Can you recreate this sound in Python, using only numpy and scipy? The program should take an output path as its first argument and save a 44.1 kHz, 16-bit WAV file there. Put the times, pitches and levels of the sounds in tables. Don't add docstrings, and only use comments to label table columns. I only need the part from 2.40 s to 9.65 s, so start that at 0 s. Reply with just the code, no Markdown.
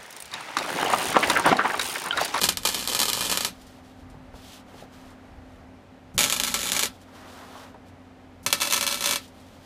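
import sys
import numpy as np
from scipy import signal
from scipy.fft import rfft, irfft
from scipy.io import wavfile
from scipy.ndimage import uniform_filter1d

SR = 44100
rng = np.random.default_rng(int(sys.argv[2]) if len(sys.argv) > 2 else 0)


def gain_from_db(level_db):
    decades = np.asarray(level_db, float) / 20
    return 10 ** decades


def materialize(psi):
    bounded = np.clip(np.atleast_2d(psi).T, -1, 1)
    quanta = np.round(bounded * 32767).astype(np.int16)
    wavfile.write(sys.argv[1], SR, quanta)


N = 319725
t = np.arange(N) / SR

# start_s, crack_db, shake_db (shake of the hollow)
FIRST_SNAPS = [(.015, -8, -18), (.0348, -4, -11.5), (.0404, -2, 1), (.0548, -12, -6), (.0884, -9, 1),
               (.0909, -3, -7.5), (.1233, -20, -13), (.1719, -9, -8.5), (.2519, -8, -1), (.2555, -9, -2.5),
               (.273, -6, -6), (.2891, -9, -6.5), (.3452, -11, -7), (.4754, -8, -11), (.549, -6, -4),
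               (.592, -5, -3), (.6017, -3, -4.5), (.6159, -4, -5.5), (.6228, -11, -6), (.6313, -6, -6),
               (.6553, -9, -7), (.6822, -11, -7.5), (.7317, -8, -8), (.8083, -11, -5), (.8969, -13, -4),
               (.9152, -7, -2.5), (.9243, -16, -3), (.9737, -5, -3), (1.0076, -11, -6.5), (1.0481, -7, -3)]
SECOND_SNAPS = [(3.7795, -4, 0), (3.7906, -2, .5), (3.798, -9, -7), (3.8073, -4, 1), (3.8155, -8, -6),
                (3.8264, -9, -11), (3.8331, -4, -9), (3.8403, -4, -.5), (3.8478, -9, -9), (3.8594, -21, -6),
                (3.8759, -17, -12), (3.8993, -6, -5), (3.9248, -4, -2), (3.9643, -14, -9), (3.9998, -4, -4),
                (4.0356, -6, -4), (4.0483, -13, -9), (4.0678, -14, -11), (4.0761, -13, -6), (4.142, -5, -1),
                (4.1914, -14, -11), (4.2306, -15, -10), (4.319, -5, -3), (4.3327, -9, -10),
                (4.3498, -15, -6), (4.3655, -11, -5), (4.3931, -4, -2), (4.4271, -14, -4.5),
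                (4.4335, -5, -2.5), (4.4567, -11, -9)]
THIRD_SNAPS = [(6.0634, -6, -1), (6.1042, -22, -13), (6.1275, 0, 3), (6.2027, -21, -9), (6.2122, -13, -6.5),
               (6.2182, -12, -2), (6.2518, -19, -10), (6.3015, -14, -12), (6.3099, -12, -6),
               (6.3249, -3, -3), (6.3345, -5, -1), (6.343, -7, -5), (6.3606, -16, -5), (6.3664, -9, -14),
               (6.3772, -12, -5.5), (6.4104, -8, -5), (6.427, -11, -5), (6.4666, -7, -6),
               (6.4764, -8, -4.5), (6.5105, -17, -7), (6.5258, -12, -7), (6.5438, -12, -10),
               (6.608, -14, -8), (6.6418, -12, -6), (6.659, -6, -3), (6.6911, -14, -5), (6.7104, -6, -3.5),
               (6.7254, -11, -7), (6.7335, -20, -5), (6.7585, -9, -5.5)]
# time_s, level_db
ARC_STRENGTH = [
    [(0, -19.5), (.07, -34.5), (.14, -68), (.21, -43), (.26, -32), (.40, -33), (.58, -27), (.62, -27),
     (1.09, -33.5)],
    [(3.78, -44), (3.85, -56), (3.89, -24.5), (3.95, -32.5), (4.03, -33.5), (4.08, -33.5), (4.31, -29),
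     (4.35, -28), (4.47, -31.5)],
    [(6.065, -47), (6.19, -39.5), (6.24, -29), (6.39, -35), (6.45, -37), (6.49, -27.5), (6.59, -37),
     (6.65, -22.5), (6.77, -38)],
]
# delay_ms, share_of_snap
PLATE_ECHOES = [
    [(.25, .55), (.93, .4), (1.25, .2), (2.0, .4)],
    [(.30, .65), (2.02, .27), (2.52, .25)],
    [(.32, .4), (.98, .3), (1.2, .26), (1.75, .37), (2.38, .25)],
]
RIPPLE_PHASE = [0.26, 1.53, 1.9]
# pitch_hz, width_hz, level_db
FIRST_PANELS = [(552, 63, -7), (931, 410, 4), (1252, 32, -5.0), (1720, 62, -4.0), (2030, 84, -16.0),
                (2427, 18, -5.0), (3010, 250, -38), (3080, 85, 0), (4150, 87, -3.5), (4610, 120, -4.0),
                (5250, 240, -5.5), (6860, 120, -35.5)]
SECOND_PANELS = [(577, 25, -3.0), (830, 15, -5.5), (942, 80, -4.0), (1331.5, 12, -0.5), (1634, 120, -1.0),
                 (2316, 130, 5), (2870, 26, -1.0), (3120, 97, -0.5), (4230, 87, -1.0), (6720, 54, 3.5),
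                 (7430, 240, -2)]
THIRD_PANELS = [(574.6, 18, -4.0), (1033, 260, 1.5), (1320, 11, -3.0), (1765, 12, -5.5), (2295, 26, 0.0),
                (2654, 26, -0.5), (3436, 110, 4), (4100, 130, 3.5), (5760, 53, -9), (6290, 60, -3.5),
                (7030, 200, -3)]
# pitch_hz, level_db (per Hz)
HOLLOW_TONE = [(120, -42.5), (200, -2.5), (558, -7.5), (722, -12), (933, -2), (1840, -4), (4040, 1.5),
               (12600, -3.5), (14900, -16), (16000, -36)]
# pitch_hz, fall_s
HOLLOW_FALL = [(200, 0.17), (800, 0.12), (2000, 0.18), (5500, 0.095), (15000, 0.097)]
# start_s, end_s, level_db
TRIGGER_HELD = [
    (-.1, 1.13, -2.5),
    (3.763, 4.505, 0),
    (6.03, 6.776, -8.5),
]
# pitch_hz, level_db
MAINS_TONES = [(60, -55.), (120, -57.), (180, -49.), (240, -53.)]
# pitch_hz, level_db
FAN_TONES = [(91.5, -58), (183.0, -66), (220.7, -66), (258.4, -53.5), (371.4, -66.5), (398.4, -72.5),
             (565.2, -68), (775.2, -66)]
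# pitch_hz, level_db (per Hz)
SHOP_AIR = [(18, -46), (30, -24), (98, -14.5), (149, -17.5), (259, -10), (303, -13), (364, -27), (426, -18),
            (702, -17), (1070, -24), (1960, -28), (14400, -55.5), (16000, -68.5)]
# peak_s, peak_db, fade_db_per_s (on both sides)
CLOTH_BUMPS = [(.1, -45, 29), (1.22, -51, 135.5), (1.68, -43, 115), (1.95, -45, 104), (2.53, -53, 48.5),
               (2.99, -44, 110), (3.21, -45, 150), (3.77, -32, 448), (4.08, -52.5, 109), (6.7, -59, 9)]
# start_s, peak_db, pitch_hz
BODY_THUDS = [(.02, -21, 250), (1.75, -37, 148), (2.369, -38, 148), (3.747, -23, 171), (3.83, -31.5, 260.),
              (4.07, -33, 215), (6.067, -34, 140)]
# start_s, peak_db, pitch_hz
TORCH_KNOCKS = [(1.743, -36, 710), (1.941, -30.5, 832), (2.341, -33, 662), (2.424, -29, 598),
                (4.921, -48, 780), (5.152, -28.5, 870), (5.344, -28, 750)]
# start_s, length_s, hiss_db, scrape_db (against hiss), swell_db_per_s
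GLOVE_STROKES = [(1.056, .4, -54.5, -1, -13), (1.408, .26, -61, -6, -12), (1.598, 1.7, -71, 14.5, 0),
                 (1.92, 0.32, -55.5, -6, 17), (1.99, 0.22, -59, -14, -3), (2.248, 0.23, -58.5, 0.5, 36),
                 (2.498, 0.18, -57, 1, -10), (2.62, 0.16, -64.5, 6, 0), (4.438, 0.26, -53.5, -8, -30),
                 (4.644, 0.707, -60, 7.5, 6), (4.714, .58, -61, 8.5, 2.5), (5.43, .1, -62, -3, -3),
                 (6.748, 0.17, -49.5, -10, -30), (6.85, .5, -60.5, 0, 0.5)]
# pitch_hz, level_db (per Hz)
GLOVE_HISS = [(880, -46.5), (1500, -23), (2190, -11), (3120, -2), (8740, -13), (10900, -15), (15100, -19),
              (16000, -34)]
# start_s, peak_db
SPARK_TICKS = [(1.2141, -29.5), (1.267, -30), (1.699, -34), (2.7033, -35), (4.6139, -32), (5.4829, -37),
               (6.8494, -43), (6.8773, -30), (6.9994, -36)]
# start_s, length_s, level_db
GAS_PUFFS = [
    (3.741, 0.029, -55),
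    (6.029, 0.0255, -53),
]

DROP_SHARE, DROP_LATE_S, DROP_JITTER_S = .75, .001, .0006
DROP_CRACK_DB, DROP_SHAKE_DB, DROP_SCATTER_DB = 12.5, 17, 3
SHORT_S, SHORT_DIP_DB = .013, -4
SHAKE_DB = 0.23
PANEL_DRIFT = .006
SHOP_DB, RUMBLE_DB = -47, -62
STROKE_RISE_S, STROKE_FALL_S = 0.04, 0.061
KNOCK_FADE_DB = .8


def level(x, db):
    return x * gain_from_db(db) / np.sqrt(np.mean(x ** 2))


def colour(x, table):
    hz, db = np.transpose(table)
    f = np.maximum(np.fft.rfftfreq(len(x), 1 / SR), 1)
    gains = gain_from_db(np.interp(np.log(f), np.log(hz), db))
    return irfft(rfft(x) * gains, len(x))


def band(x, lo_hz, hi_hz):
    sos = signal.butter(2, [lo_hz, min(hi_hz, SR / 2.2)], "band", fs=SR, output="sos")
    return signal.sosfilt(sos, x)


def noise():
    return rng.standard_normal(N)


def walk(rate):
    k = int(SR / rate)
    held = np.repeat(rng.standard_normal(N // k + 1), k)
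    return 1.32 * uniform_filter1d(uniform_filter1d(held, k), k)[:N]


def train(times, sizes):
    x = np.zeros(N)
    np.add.at(x, (np.asarray(times) * SR).astype(int), sizes)
    return x


def crack(echoes):
    q = (np.arange(40) - 4) / SR
    suction = -np.exp(-(q / 20e-6) ** 2)
    rebound = .15 * np.exp(-((q - 110e-6) / 70e-6) ** 2)
    paths = np.zeros(200)
    paths[0] = 1
    for delay_ms, share in echoes:
        paths[int(delay_ms * SR / 1000)] = share
    heard = band(np.convolve(paths, suction + rebound), 1400, 17000)
    return heard / -heard.min() * gain_from_db(3)


def droplets(arc, ripple_rad, loud_s):
    cycles = np.arange(int(arc[0][0] * 120) + 2, int(arc[-1][0] * 120))
    crest_s = (cycles - ripple_rad / (2 * np.pi)) / 120
    chance = rng.standard_normal((len(crest_s), 3))
    arc_db = np.interp(crest_s, *np.transpose(arc))
    start_s = crest_s + DROP_LATE_S + DROP_JITTER_S * chance[:, 0]
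    crack_db = arc_db + DROP_CRACK_DB + DROP_SCATTER_DB * chance[:, 1]
    shake_db = arc_db + DROP_SHAKE_DB + DROP_SCATTER_DB * chance[:, 2]
    shorted = np.any(np.abs(loud_s[:, None] - SHORT_S / 2 - start_s) < SHORT_S / 2, axis=0)
    falls = (rng.random(len(crest_s)) < DROP_SHARE) & ~shorted
    return np.transpose([start_s, crack_db, shake_db])[falls]


def scatter(tilt_db):
    u = np.arange(int(.3 * SR)) / SR
    hz, fall_s = np.transpose(HOLLOW_FALL)
    beyond = gain_from_db(-41.5 - 60 * u / 0.17)
    early = 1 + 2.4 * np.exp(-u / 0.00037)
    out = 0
    for f in 150 * 2 ** np.arange(7):
        t60_s = np.interp(np.log(f * 1.24), np.log(hz), fall_s)
        fall = gain_from_db(-60 * u / t60_s) * early + beyond
        octave = band(rng.standard_normal(len(u)), f, 2 * f) * fall
        out = out + octave / np.sqrt(t60_s) * gain_from_db(tilt_db * np.log2(f / 2000))
    build_up = np.clip(u / 0.0014, 0, 1)
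    fade_out = np.clip(10 * (1 - u / u[-1]), 0, 1)
    out = colour(out, HOLLOW_TONE) * build_up * fade_out
    return out / np.sqrt(np.sum(out ** 2))


def hollow(ring, ring_db):
    u = np.arange(int(.1 * SR)) / SR
    hz, width, db = np.transpose(ring)[:, :, None]
    hz = hz * (1 + PANEL_DRIFT * rng.standard_normal(hz.shape))
    start = rng.uniform(0, 2 * np.pi, hz.shape)
    swell = np.clip(u / 0.00051, 0, 1) * np.exp(-np.pi * width * u)
    strength = gain_from_db(db + ring_db) * np.sqrt(width / SR)
    return np.sum(strength * swell * np.sin(2 * np.pi * hz * u + start), axis=0)


def arc_sizzle(snaps, arc, ripple_rad):
    ripple = np.exp(1.5 * np.cos(2 * np.pi * 120 * t + ripple_rad))
    crackle = noise() * gain_from_db(2 * rng.exponential(size=N)) * (rng.random(N) < .15)
    arc_s, arc_db = np.transpose(arc)
    strength = gain_from_db(np.interp(t, arc_s, arc_db, left=-150, right=-150))
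    sizzle = level(crackle * ripple * gain_from_db(2 * walk(60)), -11.5) * strength
    shorted = np.zeros(N, bool)
    for start_s, crack_db, _ in snaps:
        if crack_db > -9.5:
            shorted |= (t > start_s - SHORT_S) & (t < start_s)
    return sizzle * gain_from_db(SHORT_DIP_DB * shorted)


def weld(snaps, arc, echoes, panels, ripple_rad, tail_db):
    small = droplets(arc, ripple_rad, np.array(snaps)[:, 0])
    start_s, crack_db, shake_db = np.vstack([snaps, small]).T
    sizzle = arc_sizzle(snaps, arc, ripple_rad)
    shake = train(start_s, gain_from_db(shake_db + SHAKE_DB)) + sizzle
    direct = np.roll(train(start_s, gain_from_db(crack_db)), -4) + sizzle / 2
    paths = [(direct, crack(echoes))]
    paths.append((shake, gain_from_db(tail_db - 2) * scatter(tilt_db=1)))
    spot = np.repeat(rng.integers(7, size=N // 200 + 1), 200)[:N]
    for k in range(7):
        answer = gain_from_db(tail_db) * scatter(tilt_db=-1.58)[:4410] + hollow(*panels)
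        paths.append((shake * (spot == k), answer))
    span = slice(max(int(start_s.min() * SR) - 600, 0), int(start_s.max() * SR) + SR // 2)
    out = np.zeros(N)
    for source, answer in paths:
        out[span] += signal.fftconvolve(source[span], answer)[:len(out[span])]
    return out


def transformer():
    held = sum(gain_from_db(db) * ((t > on) & (t < off)) for on, off, db in TRIGGER_HELD)
    tones = 0
    for hz, db in MAINS_TONES:
        tones = tones + gain_from_db(db + 2 + 3.5 * walk(15)) * np.sin(2 * np.pi * hz * t + hz)
    return gain_from_db(2.2) * uniform_filter1d(held, 900) * tones


def fan():
    turns = 2 * np.pi * np.cumsum(1 + .003 * walk(3)) / SR
    tones = sum(gain_from_db(db + 4.5 + walk(12)) * np.sin(hz * turns) for hz, db in FAN_TONES)
    air = level(colour(noise(), SHOP_AIR), SHOP_DB - 2.5)
    return tones + air * gain_from_db(0.27 * walk(8.9))


def microphone_rumble():
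    cloth = gain_from_db(RUMBLE_DB)
    for peak_s, db, fade in CLOTH_BUMPS:
        cloth = cloth + gain_from_db(db - fade * np.abs(t - peak_s))
    return cloth * level(band(noise(), 30, 98), -1.7)


def thuds_and_knocks():
    out = np.zeros(N)
    for start_s, db, hz in [*BODY_THUDS, *TORCH_KNOCKS]:
        since = np.maximum(t - start_s, 0)
        fade = gain_from_db(db - since * hz * KNOCK_FADE_DB) * (t > start_s)
        out += fade * level(band(noise(), 0.6 * hz, 1.22 * hz), -9.5)
    return out


def stroke(start_s, length_s, swell_db):
    rise = np.clip((t - start_s) / STROKE_RISE_S, 0, 1)
    fall = np.clip((start_s + length_s - t) / STROKE_FALL_S, 0, 1)
    return (rise * fall) ** 2 * gain_from_db(swell_db * np.clip(t - start_s, 0, length_s))


def brushing():
    grit = noise() * gain_from_db(2.9 * np.minimum(rng.exponential(size=N), 6))
    hiss = level(colour(grit, GLOVE_HISS), 0.12) * gain_from_db(2.0 * walk(30))
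    scrape = level(band(noise(), 350, 1540), -1.9) * gain_from_db(1.0 * walk(40))
    out = np.zeros(N)
    for start_s, length_s, db, scrape_db, swell in GLOVE_STROKES:
        out += gain_from_db(db) * stroke(start_s, length_s, swell) * (hiss + gain_from_db(scrape_db) * scrape)
    return out


def spark_ticks():
    start_s, db = np.transpose(SPARK_TICKS)
    ticks = signal.fftconvolve(train(start_s, gain_from_db(db + 6.0)), scatter(tilt_db=-2.0))[:N]
    return band(ticks, 3500, 16500)


def gas_valve():
    is_open = sum(gain_from_db(db) * ((t > s) & (t < s + length_s)) for s, length_s, db in GAS_PUFFS)
    return uniform_filter1d(is_open, 150) * level(band(noise(), 4100, 13000), 0)


def scene():
    snaps = (FIRST_SNAPS, SECOND_SNAPS, THIRD_SNAPS)
    panels = [(FIRST_PANELS, 8), (SECOND_PANELS, 4), (THIRD_PANELS, 7)]  # ring, level_db
    spots = zip(snaps, ARC_STRENGTH, PLATE_ECHOES, panels, RIPPLE_PHASE)
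    welds = sum(weld(*spot, tail_db=4.5) for spot in spots)
    steady = transformer() + fan() + microphone_rumble()
    handling = thuds_and_knocks() + brushing() + spark_ticks() + gas_valve()
    return (welds + steady + handling)[None]


def top_cut(x):
    return signal.sosfilt(signal.butter(12, 16470, fs=SR, output="sos"), x)


def record(dry):
    low_pass = signal.ellip(6, .1, 12, 15400, fs=SR, output="sos")
    mix = np.tanh(signal.sosfiltfilt(low_pass, dry) * 0.56) / 0.68
    return top_cut(mix)


dry = scene()
out = record(dry)
materialize(out)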